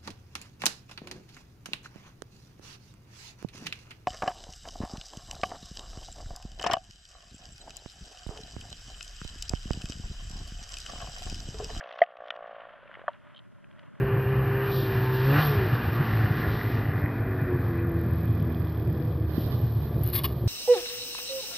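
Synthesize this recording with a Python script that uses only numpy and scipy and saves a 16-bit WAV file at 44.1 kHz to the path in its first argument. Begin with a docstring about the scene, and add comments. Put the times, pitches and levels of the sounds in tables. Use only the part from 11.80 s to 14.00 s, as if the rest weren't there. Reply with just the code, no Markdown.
"""A pulsed call, perhaps a seal's, of about sixty pulses a second, amid ice snaps, loosens into single knocks.
Under water near floating ice: two pops, one sharp crack that rings, tiny bubbles that ping over a faint wash.
Pulses, knocks, pops and crack are swelling sine modes; snaps are bursts of band noise; crackle is random clicks.
Wash, rumble and hiss are coloured noise. A closed housing dulls the sound; it is nearly mono,
with a wide rumble fading in."""
import sys
import numpy as np
from scipy import signal
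from scipy.fft import irfft
from scipy.io import wavfile
from scipy.ndimage import uniform_filter1d

SR = 44100
rng = np.random.default_rng(int(sys.argv[2]) if len(sys.argv) > 2 else 0)


def unload_wav(signal):
    """Save mono or channel-first audio to the path in sys.argv[1] as 16-bit WAV at rate SR, clipped to [-1, 1]."""
    wavfile.write(
        sys.argv[1],
        SR,
        np.round(np.clip(np.atleast_2d(signal).T, -1, 1) * 32767).astype(np.int16),
    )


N = 97020
TIME = np.arange(N) / SR
SHORT = np.arange(4096) / SR  # time axis of one short event
PULSE_END_S = .93


def amp(db):
    """Decibels to gain."""
    return 10 ** (np.asarray(db) / 20)


def unit(x):
    """Scales to rms 1."""
    return x / np.sqrt(np.mean(x ** 2) + 1e-20)


def curve(points):
    """Joins (time_s, value) points by straight lines."""
    return np.interp(TIME, *np.transpose(points))


def add(mix, start_s, sound):
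    """Mixes a sound in at start_s, cut off at the end of the mix."""
    part = mix[max(round(start_s * SR), 0):][:len(sound)]
    part += sound[:len(part)]


def colour(x, points):
    """Causal minimum-phase filter with the given (freq_hz, gain_db) response."""
    point_hz, point_db = np.transpose(points)
    hz = abs(np.fft.fftfreq(len(SHORT), 1 / SR))
    gain_db = np.interp(np.log(hz + 1), np.log(point_hz + 1), point_db)
    log_gain = np.log(amp(gain_db))
    spectrum = np.exp(np.conj(signal.hilbert(log_gain)))
    taps = np.fft.ifft(spectrum).real[:len(SHORT) // 2]
    return signal.fftconvolve(x, taps)[:len(x)]


def swell(rise_s, exponent):
    """Envelope that peaks at 1 after rise_s, then dies away."""
    u = SHORT / rise_s
    return (u * np.exp(1 - u)) ** max(exponent, .1)


def ring(pitch_hz, level_db, rise_s, exponent, glide_share=0):
    """One resonance that swells and dies; its pitch creeps up by glide_share."""
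    hz = pitch_hz * (1 + glide_share * (1 - np.exp(-SHORT / rise_s)))
    tone = np.sin(2 * np.pi * np.cumsum(hz) / SR)
    return amp(level_db) * swell(rise_s, exponent) * tone


def burst(level_db, centre_hz, width_octaves, decay_s):
    """A few milliseconds of noise in one band, held for decay_s, then decaying."""
    rise_s = 0.00033
    hz = np.fft.rfftfreq(len(SHORT), 1 / SR)
    band = np.exp(-.5 * (np.log2((hz + 1) / centre_hz) / width_octaves) ** 2)
    grit = irfft(band * np.exp(2j * np.pi * rng.random(len(hz))))
    shape = np.minimum(SHORT / rise_s, 1) * np.exp(-np.maximum(SHORT - decay_s, 0) / decay_s)
    sound = grit * shape
    # equal energy for a given envelope, whatever the random draw
    return amp(level_db) * .5 * sound * np.sqrt(np.sum(shape ** 2) / np.sum(sound ** 2))


def pulse_turns():
    """Number of pulses gone by; one starts at each whole number."""
    # pulse rate of the call: time_s, rate_hz
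    pulse_rate = [(0, 64.11), (.03, 63.05), (.12, 59.47), (.2, 61.06), (.3, 61.66), (.37, 60.64),
                  (.44, 58.36), (.54, 60.12), (.585, 58.16), (.67, 58.03), (.75, 55.99), (.9, 57.93)]
    lead_turns = .403
    return np.cumsum(curve(pulse_rate)) / SR + lead_turns


def pulse_throb(lag_turns):
    """Swings between -1 and 1, peaking lag_turns after each pulse; 0 once the pulses end."""
    return np.cos(2 * np.pi * (pulse_turns() - lag_turns)) * (TIME < PULSE_END_S)


def pulsed_call():
    """Regular hollow pulses with some grit, then a few loose knocks."""
    # level of the call: time_s, level_db
    call_level = [(0, -32.5), (.09, -34.5), (.2, -33.5), (.26, -41.5), (.383, -38.5), (.402, -32),
                  (.48, -35), (.62, -31.5), (.72, -33.5), (.885, -38), (.93, -65)]
    # ringing of one pulse before the high-pass: delay_s, pitch_hz, level_db (re call), rise_s, exponent
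    pulse_modes = [(0.00024, 638, -1.5, 0.0028, 3.4), (0.00094, 624.6, -19, 0.0083, 5),
                   (0, 1140, -13.5, 0.0042, 4.2), (0.0021, 1493, -21.5, 0.0018, 2.5),
                   (0.0015, 1770, -21, 0.003, 2.1), (0.0011, 280, -25.5, 0.004, 2.2)]
    # loose knocks as the call ends: start_s, level_db, pitch_hz, rise_s
    knocks = [(.9035, -49, 624, .0018), (.9195, -51, 660, 0.0017), (.939, -42.5, 660, 0.0028),
              (.971, -47, 624, 0.0019), (.989, -45.5, 604, .0018), (1.030, -47, 566, 0.0017),
              (1.056, -47, 577, 0.0018), (1.095, -46, 580, 0.002), (1.1715, -39, 570, 0.0011),
              (1.1924, -42, 514, .0012), (1.2155, -41, 540, 0.0013), (1.2394, -39, 645, 0.0023)]
    vary_db, low_cut_hz, knock_exponent = .6, 430, 1.6
    grit_db, grit_hz, grit_delay_s = -21.5, 1450, .003

    out, call_db = np.zeros(N), curve(call_level)
    turns = np.floor(pulse_turns())
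    starts = np.flatnonzero((np.diff(turns) > 0) & (TIME[1:] < PULSE_END_S))
    for i in starts:
        for delay_s, pitch_hz, level_db, rise_s, exponent in pulse_modes:
            mode_db = call_db[i] + level_db + vary_db * rng.standard_normal()
            add(out, TIME[i] + delay_s, ring(pitch_hz, mode_db, rise_s, exponent))
        add(out, TIME[i] + grit_delay_s, burst(call_db[i] + grit_db, grit_hz, 0.34, .002))
    out = signal.lfilter(*signal.butter(3, low_cut_hz, "high", fs=SR), out)
    for start_s, level_db, pitch_hz, rise_s in knocks:
        add(out, start_s, ring(pitch_hz, level_db, rise_s, knock_exponent))
    return out


def ice():
    """Snaps, each a burst of dense micro-cracks, over a fine crackle that swells with each pulse."""
    # snaps before the housing: start_s, level_db, centre_hz, width_octaves, decay_s
    snaps = [(.0095, -23.5, 1600, 0.086, 0.0016), (0.0387, -30.5, 2920, 0.66, 0.0014),
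             (.0805, -41, 5020, .5, .0014), (0.0908, -31, 2900, 0.65, 0.0011),
             (0.108, -32, 3800, 0.84, 0.00093), (0.1124, -29.5, 2400, 0.52, 0.0014),
             (0.1257, -27.5, 3505, 0.7, 0.0011), (0.134, -37, 2700, .6, 0.0025),
             (0.1435, -42, 4800, 0.5, 0.0013), (0.158, -35.5, 2500, 0.65, 0.00089),
             (.164, -39, 2500, .55, .001), (0.1845, -31.5, 2900, .7, 0.0017),
             (0.1885, -25, 2386, 0.78, 0.002), (0.204, -36, 2600, 0.82, .003),
             (0.2182, -28, 2200, 0.9, 0.0016), (0.2295, -27, 1700, 0.5, 0.0016),
             (0.2369, -25, 2803, 0.73, 0.0014), (0.263, -37, 2620, 0.77, 0.00085),
             (0.313, -47.5, 3300, .6, 0.0017), (0.369, -35.5, 2400, 0.8, 0.0014),
             (.407, -44.5, 3400, .7, .0012), (0.4427, -42.5, 3000, .8, 0.0017),
             (0.4615, -39.5, 2900, .9, .0015), (0.4747, -37, 1900, 2.4, 0.0016),
             (0.4828, -29, 2200, 0.96, 0.0011), (0.5048, -28.5, 2000, 0.84, 0.0032),
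             (0.5522, -36.5, 2600, 0.89, 0.0008), (0.5618, -33, 2100, 1.3, 0.002),
             (.652, -40, 1700, .3, 0.0022), (0.671, -40.5, 2740, 0.92, 0.0013),
             (0.752, -41, 1730, 0.66, 0.0044), (0.8034, -39, 1700, 0.74, 0.0043),
             (1.0757, -39.5, 1700, 0.6, 0.0019), (1.1142, -32.5, 1500, 0.53, 0.0011),
             (1.141, -32, 1880, 0.55, 0.0018), (1.1514, -31.5, 1900, 0.56, 0.0024),
             (1.1933, -39, 1700, 0.68, 0.0032), (1.216, -37.5, 1500, 0.35, .0014),
             (1.2875, -38, 3000, 0.54, 0.0021), (1.3315, -40, 3000, 0.44, 0.0018),
             (1.345, -43, 1900, .4, 0.0016), (1.8436, -39, 2110, 0.42, 0.0012),
             (1.9116, -43.5, 2194, .8, .0015), (1.927, -49, 2700, 0.8, 0.0016),
             (1.9934, -35, 3120, 0.77, 0.0014)]
    # fine crackle before the housing: time_s, level_db
    crackle_level = [(0, -54.5), (.2, -52.5), (.27, -74), (.37, -73.5), (.45, -60), (.55, -72),
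                     (1.2, -76.5), (1.38, -64), (1.5, -78), (2.2, -74.5)]
    # spectrum of the crackle before the housing: freq_hz, gain_db
    crackle_colour = [(100, -29.5), (700, -9.5), (1500, 1.5), (3000, 2.5), (6000, 2), (12000, -10.5)]
    # what the housing lets through: freq_hz, gain_db
    housing = [(30, -8.5), (300, -4), (550, 5), (2000, -4), (2350, -9), (3000, -3.5), (3500, -9),
               (4000, -18), (6000, -25), (7200, -45), (10000, -35), (13000, -48)]
    clicks_per_s, spread_db = 700, 4
    throb_db, lag_turns = 4, 0.063

    sizes_db = spread_db * np.minimum(rng.exponential(1, N), 4)
    sizes = amp(sizes_db) * rng.choice([-1, 1], N)
    hits = rng.random(N) < clicks_per_s / SR
    clicks = sizes * amp(throb_db * pulse_throb(lag_turns)) * hits
    out = unit(colour(clicks, crackle_colour)) * amp(curve(crackle_level))
    for start_s, *snap in snaps:
        add(out, start_s, burst(*snap))
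    return colour(out, housing)


def water():
    """Uneven wash in the resonances of the housing, and a lumpy low rumble."""
    # wash before its throb: time_s, level_db
    wash_level = [(0, -49), (.2, -57), (.28, -58.5), (.38, -59), (.55, -55), (.82, -52.5), (1.05, -55.5),
                  (1.15, -54), (1.27, -57.5), (1.36, -57.5), (1.39, -62), (1.45, -59.5), (1.475, -52.5),
                  (1.55, -60), (1.65, -63.5), (1.91, -64.5), (1.96, -59.5), (2.055, -56.5), (2.11, -63.5),
                  (2.19, -59.5)]
    # spectrum of the wash: freq_hz, gain_db
    wash_colour = [(30, -29), (150, -17.5), (400, -18.5), (490, -12), (580, 8), (750, -6.5), (1020, 1.5),
                   (1200, 0.5), (1420, 3.5), (1950, -3.5), (2350, -9.5), (3200, -10), (3900, -24.5),
                   (5500, -44), (8000, -64)]
    # low water rumble: time_s, level_db
    rumble_level = [(0, -82.5), (.37, -83), (.6, -75), (1, -69), (1.45, -72.5), (1.6, -78.5), (2, -75.5)]
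    # spectrum of the rumble: freq_hz, gain_db
    rumble_colour = [(15, -1), (100, -6.5), (190, -0.5), (380, -5), (600, -13.5), (1500, -52)]
    wash_flutter_db, rumble_flutter_db = 2.0, 2
    throb_db, lag_turns = 1, .36

    def uneven_noise(flutter_db, smooth_samples):
        """White noise whose level wanders at random."""
        wander = uniform_filter1d(rng.standard_normal(N), smooth_samples)
        wander = unit(uniform_filter1d(wander, smooth_samples))
        return rng.standard_normal(N) * amp(flutter_db * wander)

    wash = unit(colour(uneven_noise(wash_flutter_db, 260), wash_colour))
    wash_db = curve(wash_level) + throb_db * pulse_throb(lag_turns)
    rumble = unit(colour(uneven_noise(rumble_flutter_db, 1200), rumble_colour))
    return wash * amp(wash_db) + rumble * amp(curve(rumble_level))


def wide_rumble():
    """A soft, even rumble that fades in, in opposite phase at the two ears."""
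    # wide rumble: time_s, level_db
    wide_level = [(0, -110), (.3, -100), (.5, -86), (.8, -67.5), (1.1, -59), (1.45, -53.5), (2.2, -49.5)]
    # spectrum of the wide rumble: freq_hz, gain_db
    wide_colour = [(20, -21.5), (45, -24), (110, 7.5), (200, 1), (500, -12.5), (3200, -46.5), (5000, -44),
                   (8000, -52)]
    rumble = unit(colour(rng.standard_normal(N), wide_colour)) * amp(curve(wide_level))
    return rumble * np.array([[1], [-1]])


def pocket():
    """A large air pocket breathes in one tone that glides upward as it dies."""
    level_db, start_hz, glide_share = 0, 644.3, 0.13
    rise_s, decay_s, glide_s = .0026, .00675, .0149
    hz = start_hz * (1 + glide_share * (1 - np.exp(-SHORT / glide_s)))
    shape = (1 - np.exp(-(SHORT / rise_s) ** 2)) * np.exp(-SHORT / decay_s)
    return amp(level_db) * shape * np.sin(2 * np.pi * np.cumsum(hz) / SR)


def bubbles():
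    """A large pop with overtones while it overloads, and a small ringing pop; then tiny bubbles ping."""
    # both before the low-pass: delay_s, pitch_hz, level_db, rise_s, exponent, glide_share
    # big_pop: mostly brief overload overtones of the loud pop
    big_pop = [(0.00225, 1949, -12.5, 0.0025, 4.6, 0.0088), (0.002, 3160, -31.5, 0.0024, 3.2, 0),
               (0.0025, 4485, -42.5, .0026, 12, 0.0048), (.0015, 1222, -36, .0045, 0.61, 0.012),
               (.0217, 1750, -33, 0.001, 1, .1)]
    # small_pop: its ringing modes
    small_pop = [(.0002, 601, -28.5, 0.006, 2.3, 0), (.00041, 688, -22.5, 0.0021, 0.76, 0),
                 (-.00024, 1154, -20.5, 0.0018, 1.1, 0), (0, 1470, -27, 0.0014, 1.33, 0),
                 (.0001, 1718, -26.5, 0.0013, 1.34, 0.0045), (0.0034, 936, -34, 0.0036, 0.83, 0),
                 (-.0002, 3170, -44, 0.0016, 0.84, 0.0034)]
    # tiny bubbles: start_s, level_db, pitch_hz
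    pings = [(1.5465, -50.5, 3110), (1.562, -48.5, 3120), (1.5691, -46.5, 3210), (1.578, -48.5, 3150),
             (1.591, -46.5, 3116)]
    big_pop_s, small_pop_s, pop_top_hz = .2154, 1.2806, 4500
    ping_rise_s, ping_exponent, splash_db = 0.0015, 1.14, -3

    out = np.zeros(N)
    add(out, big_pop_s + .0005, pocket())
    for start_s, partials in ((big_pop_s, big_pop), (small_pop_s, small_pop)):
        for delay_s, *partial in partials:
            add(out, start_s + delay_s, ring(*partial))
    out = signal.lfilter(*signal.butter(3, pop_top_hz, fs=SR), out)
    for start_s, level_db, pitch_hz in pings:
        ping = ring(pitch_hz, level_db, ping_rise_s, ping_exponent)
        splash = burst(level_db + splash_db, 3330, 0.2, 0.0022)
        add(out, start_s, ping + splash)
    return out


def thuds():
    """Water nudges the housing now and then: soft, low, short resonances."""
    # thuds: start_s, level_db, pitch_hz, rise_s
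    thud_list = [(0.386, -70, 60, 0.0081), (1.436, -60, 115, 0.003), (1.889, -63, 85.3, 0.0035)]
    out = np.zeros(N)
    for start_s, level_db, pitch_hz, rise_s in thud_list:
        add(out, start_s, ring(pitch_hz, level_db, rise_s, 0.76))
    return out


def crack():
    """One hard, clean crack that briefly rings the ice in several modes."""
    # modes of the ice: delay_s, pitch_hz, level_db, rise_s, exponent
    crack_modes = [(0.000022, 1389, -27, 0.00134, 1.2), (.00013, 1824, -31.5, 0.0015, 0.76),
                   (0.00057, 2425, -28, 0.00086, 1.3), (0, 2980, -30, 0.0015, 1.13),
                   (0.00031, 3395, -26.5, 0.0011, 3), (.00036, 5600, -48, 0.00057, 5.6),
                   (0, 666, -36, 0.0019, 0.83), (.0003, 9600, -65, 0.00054, 3)]
    crack_s = .5044
    out = np.zeros(N)
    for delay_s, *mode in crack_modes:
        add(out, crack_s + delay_s, ring(*mode))
    return out


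def scene():
    """Call, ice, bubbles and wash sit in the centre; the wide rumble spreads around them."""
    centre = pulsed_call() + ice() + water() + bubbles() + thuds() + crack()
    return centre + wide_rumble()


def record(dry):
    """Recorder: separate hiss in each channel, a faint beating whine in both, then the band limit."""
    # hiss before the band limit: time_s, level_db
    hiss_level = [(0, -99), (.6, -94.5), (1.35, -81), (2.2, -80.5)]
    # spectrum of the hiss before the band limit: freq_hz, gain_db
    hiss_colour = [(30, 0), (4000, 2), (7000, 0.7), (12000, -1)]
    whine_hz, whine_db, whine_offset_hz = 10020, -94.5, 37.5
    edge_hz = 12400

    hiss = np.array([unit(colour(rng.standard_normal(N), hiss_colour)) for _ in dry])
    # two lines, whine_offset_hz below and above whine_hz
    whine = np.sin(2 * np.pi * whine_hz * TIME) * np.cos(2 * np.pi * whine_offset_hz * TIME)
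    wet = dry + amp(curve(hiss_level)) * hiss + amp(whine_db) * whine
    low_pass = signal.firwin(255, edge_hz, window=("kaiser", 9), fs=SR)
    return signal.oaconvolve(wet, low_pass[None], "same")


dry = scene()
out = record(dry)
unload_wav(out)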